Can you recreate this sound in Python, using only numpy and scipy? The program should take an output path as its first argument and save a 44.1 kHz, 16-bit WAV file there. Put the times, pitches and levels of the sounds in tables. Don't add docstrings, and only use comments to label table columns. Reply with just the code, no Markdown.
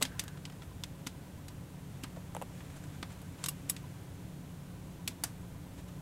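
import sys
import numpy as np
from scipy import signal
from scipy.fft import rfft, irfft
from scipy.io import wavfile

SR = 44100
rng = np.random.default_rng(int(sys.argv[2]) if len(sys.argv) > 2 else 0)


def volts_from_db(level):
    exponent = np.asarray(level, float) / 20
    return 10 ** exponent


def unload_wav(signal):
    wavfile.write(
        sys.argv[1],
        SR,
        np.round(np.clip(np.atleast_2d(signal).T, -1, 1) * 32767).astype(np.int16),
    )


N = 265129
HISS_TOP_HZ = 15800


def unit(x):
    return x / np.sqrt(np.mean(x ** 2) + 1e-20)


def at_hz(points, hz):
    point_hz, point_db = np.array(points)[:, 0], np.array(points)[:, 1]
    return np.interp(np.log(hz), np.log(point_hz), point_db)


def resonance(x, hz, width_hz):
    r = np.exp(-np.pi * width_hz / SR)
    zeros = np.array([1, 0, -1]) * (1 - r * r) / 2
    poles = [1, -2 * r * np.cos(2 * np.pi * hz / SR), r * r]
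    return signal.lfilter(zeros, poles, x)


def coloured(spectrum, top_hz=20000):
    hz = np.maximum(np.arange(N // 2 + 1) * SR / N, 5)
    white = rfft(rng.standard_normal(N))
    return unit(irfft(white * volts_from_db(at_hz(spectrum, hz)) * (hz < top_hz), N))


def struck(hz, gains, t60, t):
    sines = np.sin(2 * np.pi * np.outer(hz, t))
    return gains @ (sines * volts_from_db(-60 * np.outer(1 / t60, t)))


def add(track, s, sound):
    i = round(s * SR)
    track[i:i + len(sound)] += sound[:N - i]


def rumble():
    # (frequency [Hz], level [dB per Hz])
    room_spectrum = [(15, -13), (30, -22), (50, -8), (110, -3), (182, -5.5), (204, -13), (280, -9.5),
                     (340, -16.5), (424, -18.5), (728, -23), (972, -26), (1500, -31), (1950, -78)]
    return volts_from_db(-49) * coloured(room_spectrum)


def fan():
    # (frequency [Hz], width [Hz], rms level [dB])
    fan_modes = [(60, 3.1, -63), (95.6, 20.4, -56), (144.33, 4.8, -54), (178, 6.1, -60.5), (281, 34, -66),
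                 (545, 5.6, -74), (1557, 54, -76.5)]
    hum_hz, hum_db = 177.6, -54
    out = volts_from_db(hum_db) * np.sqrt(2) * np.sin(2 * np.pi * hum_hz * np.arange(N) / SR)
    for hz, width_hz, level_db in fan_modes:
        air = rng.standard_normal(N + SR)
        ringing = resonance(resonance(air, hz, width_hz), hz, width_hz)
        out += volts_from_db(level_db) * unit(ringing[SR:])
    return out


def motor():
    run_starts = [-.31, .361, 1.151, 1.831, 2.501, 3.167, 3.844, 4.525, 5.195, 5.863, 6.5]
    gap_s, chirp_hz, chirp_db, chirp_s = 0.1185, 989, -60, 0.0073
    out, t = np.zeros(N), np.arange(N) / SR
    for start, following in zip(run_starts, run_starts[1:]):
        for s in np.arange(start, following - 0.06, gap_s):
            level, detune = rng.standard_normal(2)
            near = slice(max(0, round((s - 0.05) * SR)), max(0, round((s + 0.05) * SR)))
            bell = np.exp(-0.5 * ((t[near] - s) / chirp_s) ** 2)
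            tone = np.sin(2 * np.pi * (chirp_hz + 12 * detune) * t[near])
            out[near] += volts_from_db(chirp_db + 2 * level) * bell * tone
    return out


def key():
    # (frequency [Hz], level [dB], t60 [s])
    key_modes = [(2816, -3, 0.033), (3780, -8, 0.037), (5460, -6.5, 0.029), (6770, -3, 0.03),
                 (7820, -4, 0.056), (9350, 2, 0.036), (10940, -4, .055), (12200, -6, .04),
                 (13000, -13, .055)]
    # (time [s], level [dB])
    jolts = [
        (3.4587, -46),
        (3.4851, -35.5),
        (3.6976, -30.5),
        (3.7637, -62),
        (5.2373, -57),
    ]
    out, t = np.zeros(N), np.arange(6000) / SR
    hz, mode_db, t60 = np.transpose(key_modes)
    for s, level_db in jolts:
        gains = volts_from_db(level_db + mode_db + 2 * rng.standard_normal(len(hz)))
        add(out, s, struck(hz, gains, t60, t))
    return out


def fingers():
    # (time [s], level [dB])
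    strokes = [
        [(0.0, -68), (0.098, -68), (0.478, -82), (0.7, -80)],
        [(1.9, -66), (2.374, -70), (2.542, -61), (3.36, -63.5)],
        [(3.5, -62), (4.3, -69)],
        [(5.05, -81), (5.266, -73), (5.7, -79)],
    ]
    # (frequency [Hz], level [dB per Hz])
    skin_spectrum = [(900, 5), (2000, 2), (3500, -1.5), (5000, -6.5), (7500, -2.5), (10000, -7.5),
                     (14000, -16.5)]
    # (time [s], rms level [dB], length [s])
    brushes = [(0.195, -51, 0.0035), (0.216, -56, 0.0075), (0.633, -56, .003), (2.033, -59, .003),
               (2.6, -71, 0.0072), (2.705, -69, 0.0038), (2.766, -60, 0.0057), (2.953, -69, .016),
               (3.104, -61, .006), (3.126, -58.5, 0.0075), (3.396, -54.5, 0.014), (3.418, -60, 0.0046),
               (3.434, -51.5, .005), (5.792, -55.5, 0.011), (5.887, -58, 0.0082)]
    # (time [s], level [dB])
    squeak_curve = [
        (0.05, -70),
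        (0.13, -58),
        (0.4, -65.5),
    ]
    t = np.arange(N) / SR
    silence_db = -120
    curve = []
    for stroke in strokes:
        curve += [(stroke[0][0], silence_db), *stroke, (stroke[-1][0], silence_db)]
    level = volts_from_db(np.interp(t, *np.transpose(curve)))
    for s, brush_db, length_s in brushes:
        level += volts_from_db(brush_db) * np.exp(-0.5 * ((t - s) / length_s) ** 2)
    slow = unit(signal.lfilter([1], [1, -0.99], rng.standard_normal(N)))
    grain = volts_from_db(2.0 * 2 * np.tanh(slow / 2))
    squeak = unit(resonance(rng.standard_normal(N), 1580, 240))
    squeak_db = np.interp(t, *np.transpose(squeak_curve), left=silence_db, right=silence_db)
    rubbing = coloured(skin_spectrum, HISS_TOP_HZ) * level
    return grain * (rubbing + squeak * volts_from_db(squeak_db))


def thuds():
    # (time [s], peak level [dB], t60 [s])
    blows = [
        (0.023, -34, 0.16),
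        (1.066, -35, 0.059),
        (2.036, -33.5, 0.041),
        (3.027, -29.5, 0.024),
        (3.48, -39, 0.04),
        (3.697, -38.5, 0.016),
        (5.237, -36, 0.022),
    ]
    hand_hz, onset_s = 262, 0.00067
    out, t = np.zeros(N), np.arange(6000) / SR
    for s, peak_db, t60 in blows:
        push = volts_from_db(peak_db - 60 * t / t60) * np.sin(2 * np.pi * hand_hz * t)
        add(out, s, push * (1 - np.exp(-t / onset_s)))
    return out


def knocks():
    # (time [s], peak level [dB], start pitch [Hz], relative tick level [dB], length [s])
    hollows = [
        (0.0113, -36.5, 1530, 2, 0.0057),
        (0.017, -33, 1440, -8, 0.0068),
        (2.169, -45, 870, -3, 0.0071),
        (2.349, -35, 1320, 5, 0.0041),
        (2.366, -36, 1160, 6.5, 0.0068),
        (2.415, -37.5, 1190, 6, 0.0038),
        (2.4222, -35.5, 1180, 7, 0.0057),
    ]
    # (frequency [Hz], width [Hz], level [dB])
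    tick_bands = [
        (2700, 1350, -6),
        (7900, 1800, -4.5),
    ]
    fall, rough = 0.2, 0.84
    out, t = np.zeros(N), np.arange(3000) / SR
    for s, peak_db, start_hz, tick_db, length_s in hollows:
        noise = rng.standard_normal((2, len(t)))
        pitch_hz = start_hz * (fall + (1 - fall) * np.exp(-t / (1.035 * length_s)))
        swell = np.sin(np.pi * np.clip(t / length_s, 0, 1)) ** 2
        body = np.sin(2 * np.pi * np.cumsum(pitch_hz) / SR) * swell
        hollow_noise = unit(resonance(resonance(noise[1], 480, 610), 480, 610))
        after = rough * hollow_noise * (1 - np.exp(-t / 0.0004)) * np.exp(-t / 0.0066)
        burst = noise[0] * (np.exp(-t / 0.00071) + volts_from_db(-21.0) * np.exp(-t / 0.013))
        tick = sum(volts_from_db(db) * resonance(burst, hz, width_hz) for hz, width_hz, db in tick_bands)
        add(out, s, volts_from_db(peak_db) * (body + after + volts_from_db(tick_db + 4.5) * tick))
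    return out


def clicks():
    # (frequency [Hz], level [dB], t60 [s])
    brass_modes = [(1380, -13, 0.072), (1880, -27, 0.11), (3580, -9, 0.15), (4900, 17, 0.072),
                   (5700, -44, 0.16), (6000, 4, 0.074), (7100, 24, 0.032), (7400, 2, 0.053),
                   (7850, 38, 0.05), (7900, 4, 0.15), (8290, 19, 0.081), (8400, -29, 0.021),
                   (8480, 25, 0.13), (10900, -5, 0.058), (12900, -17, 0.053), (14800, -65, 0.06)]
    colour_hz = [1300, 3200, 7000, 12500]
    tail_levels = [-11.5, -14, -13.5, -21.5]
    # (low [Hz], middle [Hz], high [Hz])
    part_modes = [
        (1487, 3600, 6300),
        (1333, 2480, 13000),
        (2206, 4100, 17000),
        (1190, 3950, 7900),
        (1160, 2780, 10500),
        (1710, 2900, 2500),
    ]
    # ((thud, body, edge, air level re peak [dB]), ring level re peak [dB], t60 [s])
    part_sounds = [
        ((-20.5, -10.5, -12.5, -19.5), 5.1, 0.04),
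        ((-8, -9, -17, -25), 4.4, 0.041),
        ((-28, -10, -13.5, -14.5), 1.2, 0.045),
        ((-15, -17.5, -13.5, -19), 4.6, .055),
        ((-22.5, -17.5, -17, -9), 6.9, 0.057),
        ((-9, -27, -10.5, -24), 6.9, 0.038),
    ]
    # (time [s], peak level [dB], weight [dB], sharpness [dB], grip pitch ratio [1])
    plate_hits = [(.194, -21, -7, 5, .99), (0.2368, -45, 16, 19, 1), (0.2795, -36.5, 9.5, 1, 1.08),
                  (0.3724, -45, 11, -23, 0.91), (0.4522, -30, 1, -20, 0.81), (0.498, -45, 13, -17, .87),
                  (0.6197, -41.5, 10.5, -34, 0.93), (.836, -26.5, -0.5, -3.5, 0.96),
                  (1.0646, -37, -1.5, -3, 1.03), (1.0686, -25, 3, 0, .97), (1.482, -37.5, -2, 4.5, 1.1),
                  (3.46, -26.5, 3.5, 9, 1.05), (3.7641, -32, 3, -17, 1.3)]
    # (time [s], level [dB], weight [dB], sharpness [dB], ratio [1])
    plug_hits = [
        (.0508, -26.5, -8, 2, 1.3),
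        (2.162, -49, 6, -8, 0.52),
        (2.0418, -40, 5.5, 4, 0.9),
        (2.6055, -52.5, 11.5, -8, 0.9),
        (3.027, -30, 0, -4, 0.92),
        (3.2151, -51, 1, 20, 0.89),
    ]
    # (time [s], level [dB], weight [dB], sharpness [dB], ratio [1])
    cam_hits = [
        (0.0237, -14, 8, -1, 0.94),
        (2.0348, -31.5, 7, 0, 1.3),
        (3.6914, -40, -2.5, 8, 1.3),
        (5.0757, -20.5, 6.5, 2.5, 1.06),
    ]
    # (time [s], level [dB], weight [dB], sharpness [dB], ratio [1])
    pin_hits = [
        (0.0151, -22.5, -11, -14, 0.89),
        (.5217, -45, 3, -11, 1.3),
        (3.4391, -19.5, -8, -6, 0.95),
        (5.2362, -19, -0.5, 8, 1.19),
    ]
    # (time [s], level [dB], weight [dB], sharpness [dB], ratio [1])
    bow_hits = [
        (3.485, -21.5, -1.5, 0, .99),
        (3.6964, -21, -1.5, 1.5, 1.01),
    ]
    # (time [s], level [dB], weight [dB], sharpness [dB], ratio [1])
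    spring_hits = [
        (2.701, -51, 7, 0, 1.03),
        (2.7687, -51, 0, 0, .99),
        (2.8375, -47.5, 4, 1.5, 0.85),
    ]
    brass_db, snap_db, crack_db = -12.0, 7, -1.5
    chatter_s, lag_s = 0.0048, 0.00066
    shorten, hold, tail_stretch = 0.56, 1.15, 3.47
    edge_follows = 0.29
    out, t = np.zeros(N), np.arange(6000) / SR
    hz, mode_db, mode_t60 = np.transpose(brass_modes)
    limits_hz = [560, 2000, 5000, 10000, 14000]
    bands = [signal.butter(2, pair, "band", fs=SR, output="sos") for pair in zip(limits_hz, limits_hz[1:])]
    part_hits = [plate_hits, plug_hits, cam_hits, pin_hits, bow_hits, spring_hits]
    for part_hz, (part_db, ring_db, t60), hits in zip(part_modes, part_sounds, part_hits):
        for s, peak_db, weight_db, sharp_db, ratio in hits:
            strength = rng.standard_normal(len(hz))
            noise = rng.standard_normal((2, len(t)))
            bounce = rng.standard_normal(400)
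            colour_db = np.add(part_db, [weight_db, 0, edge_follows * sharp_db, sharp_db])
            colour = list(zip(colour_hz, colour_db))
            brass_gains = volts_from_db(peak_db + brass_db + 0.3 * mode_db + 3 * strength + at_hz(colour, hz))
            brass = struck(hz, brass_gains, np.minimum(mode_t60, t60) / 2, t)
            touches = bounce ** 3 * np.exp(-t[:400] / chatter_s)
            sound = signal.fftconvolve(brass, touches / np.linalg.norm(touches))[:len(t)]
            own_hz = ratio * np.array(part_hz)
            own_gains = volts_from_db(peak_db + ring_db - 5.0 + at_hz(colour, own_hz))
            sound += struck(own_hz, own_gains, t60 * np.array([0.8, 0.6, 0.6]), t)
            for k, (band, band_db, tail_db) in enumerate(zip(bands, colour_db, tail_levels)):
                crack_fade = volts_from_db(-60 * (t / (shorten * t60)) ** hold)
                fade = crack_fade + volts_from_db(tail_db - 60 * t / (tail_stretch * t60))
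                crack = np.std(fade) * unit(signal.sosfilt(band, noise[k % 2] * fade))
                sound += volts_from_db(peak_db + band_db + snap_db) * signal.sosfilt(band, t == 0)
                sound += volts_from_db(peak_db + band_db + crack_db) * crack
            add(out, s + lag_s, sound)
    return out


def scene():
    room = fan() + motor() + rumble()
    lock = clicks() + knocks() + key()
    hands = thuds() + fingers()
    return (room + lock + hands)[None]


def top_cut(x):
    return signal.sosfilt(signal.butter(12, 16650, fs=SR, output="sos"), x)


def record(dry):
    # (frequency [Hz], level [dB per Hz])
    hiss_spectrum = [(710, -48), (1200, -11), (1250, -8), (1750, -1.5), (2120, -3.5), (2810, -4.5),
                     (3410, -5.5), (4910, -10), (7240, -8), (12400, -11), (15700, -15)]
    whine_hz, whine_db, hiss_db = 12021, -82, -62
    low_pass = signal.cheby2(10, 40, 16500, fs=SR, output="sos")
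    near = signal.sosfilt(low_pass, dry)
    whine = volts_from_db(whine_db) * np.sqrt(2) * np.sin(2 * np.pi * whine_hz * np.arange(N) / SR)
    wired = near + whine + volts_from_db(hiss_db) * coloured(hiss_spectrum, HISS_TOP_HZ)
    return top_cut(wired)


dry = scene()
out = record(dry)
unload_wav(out)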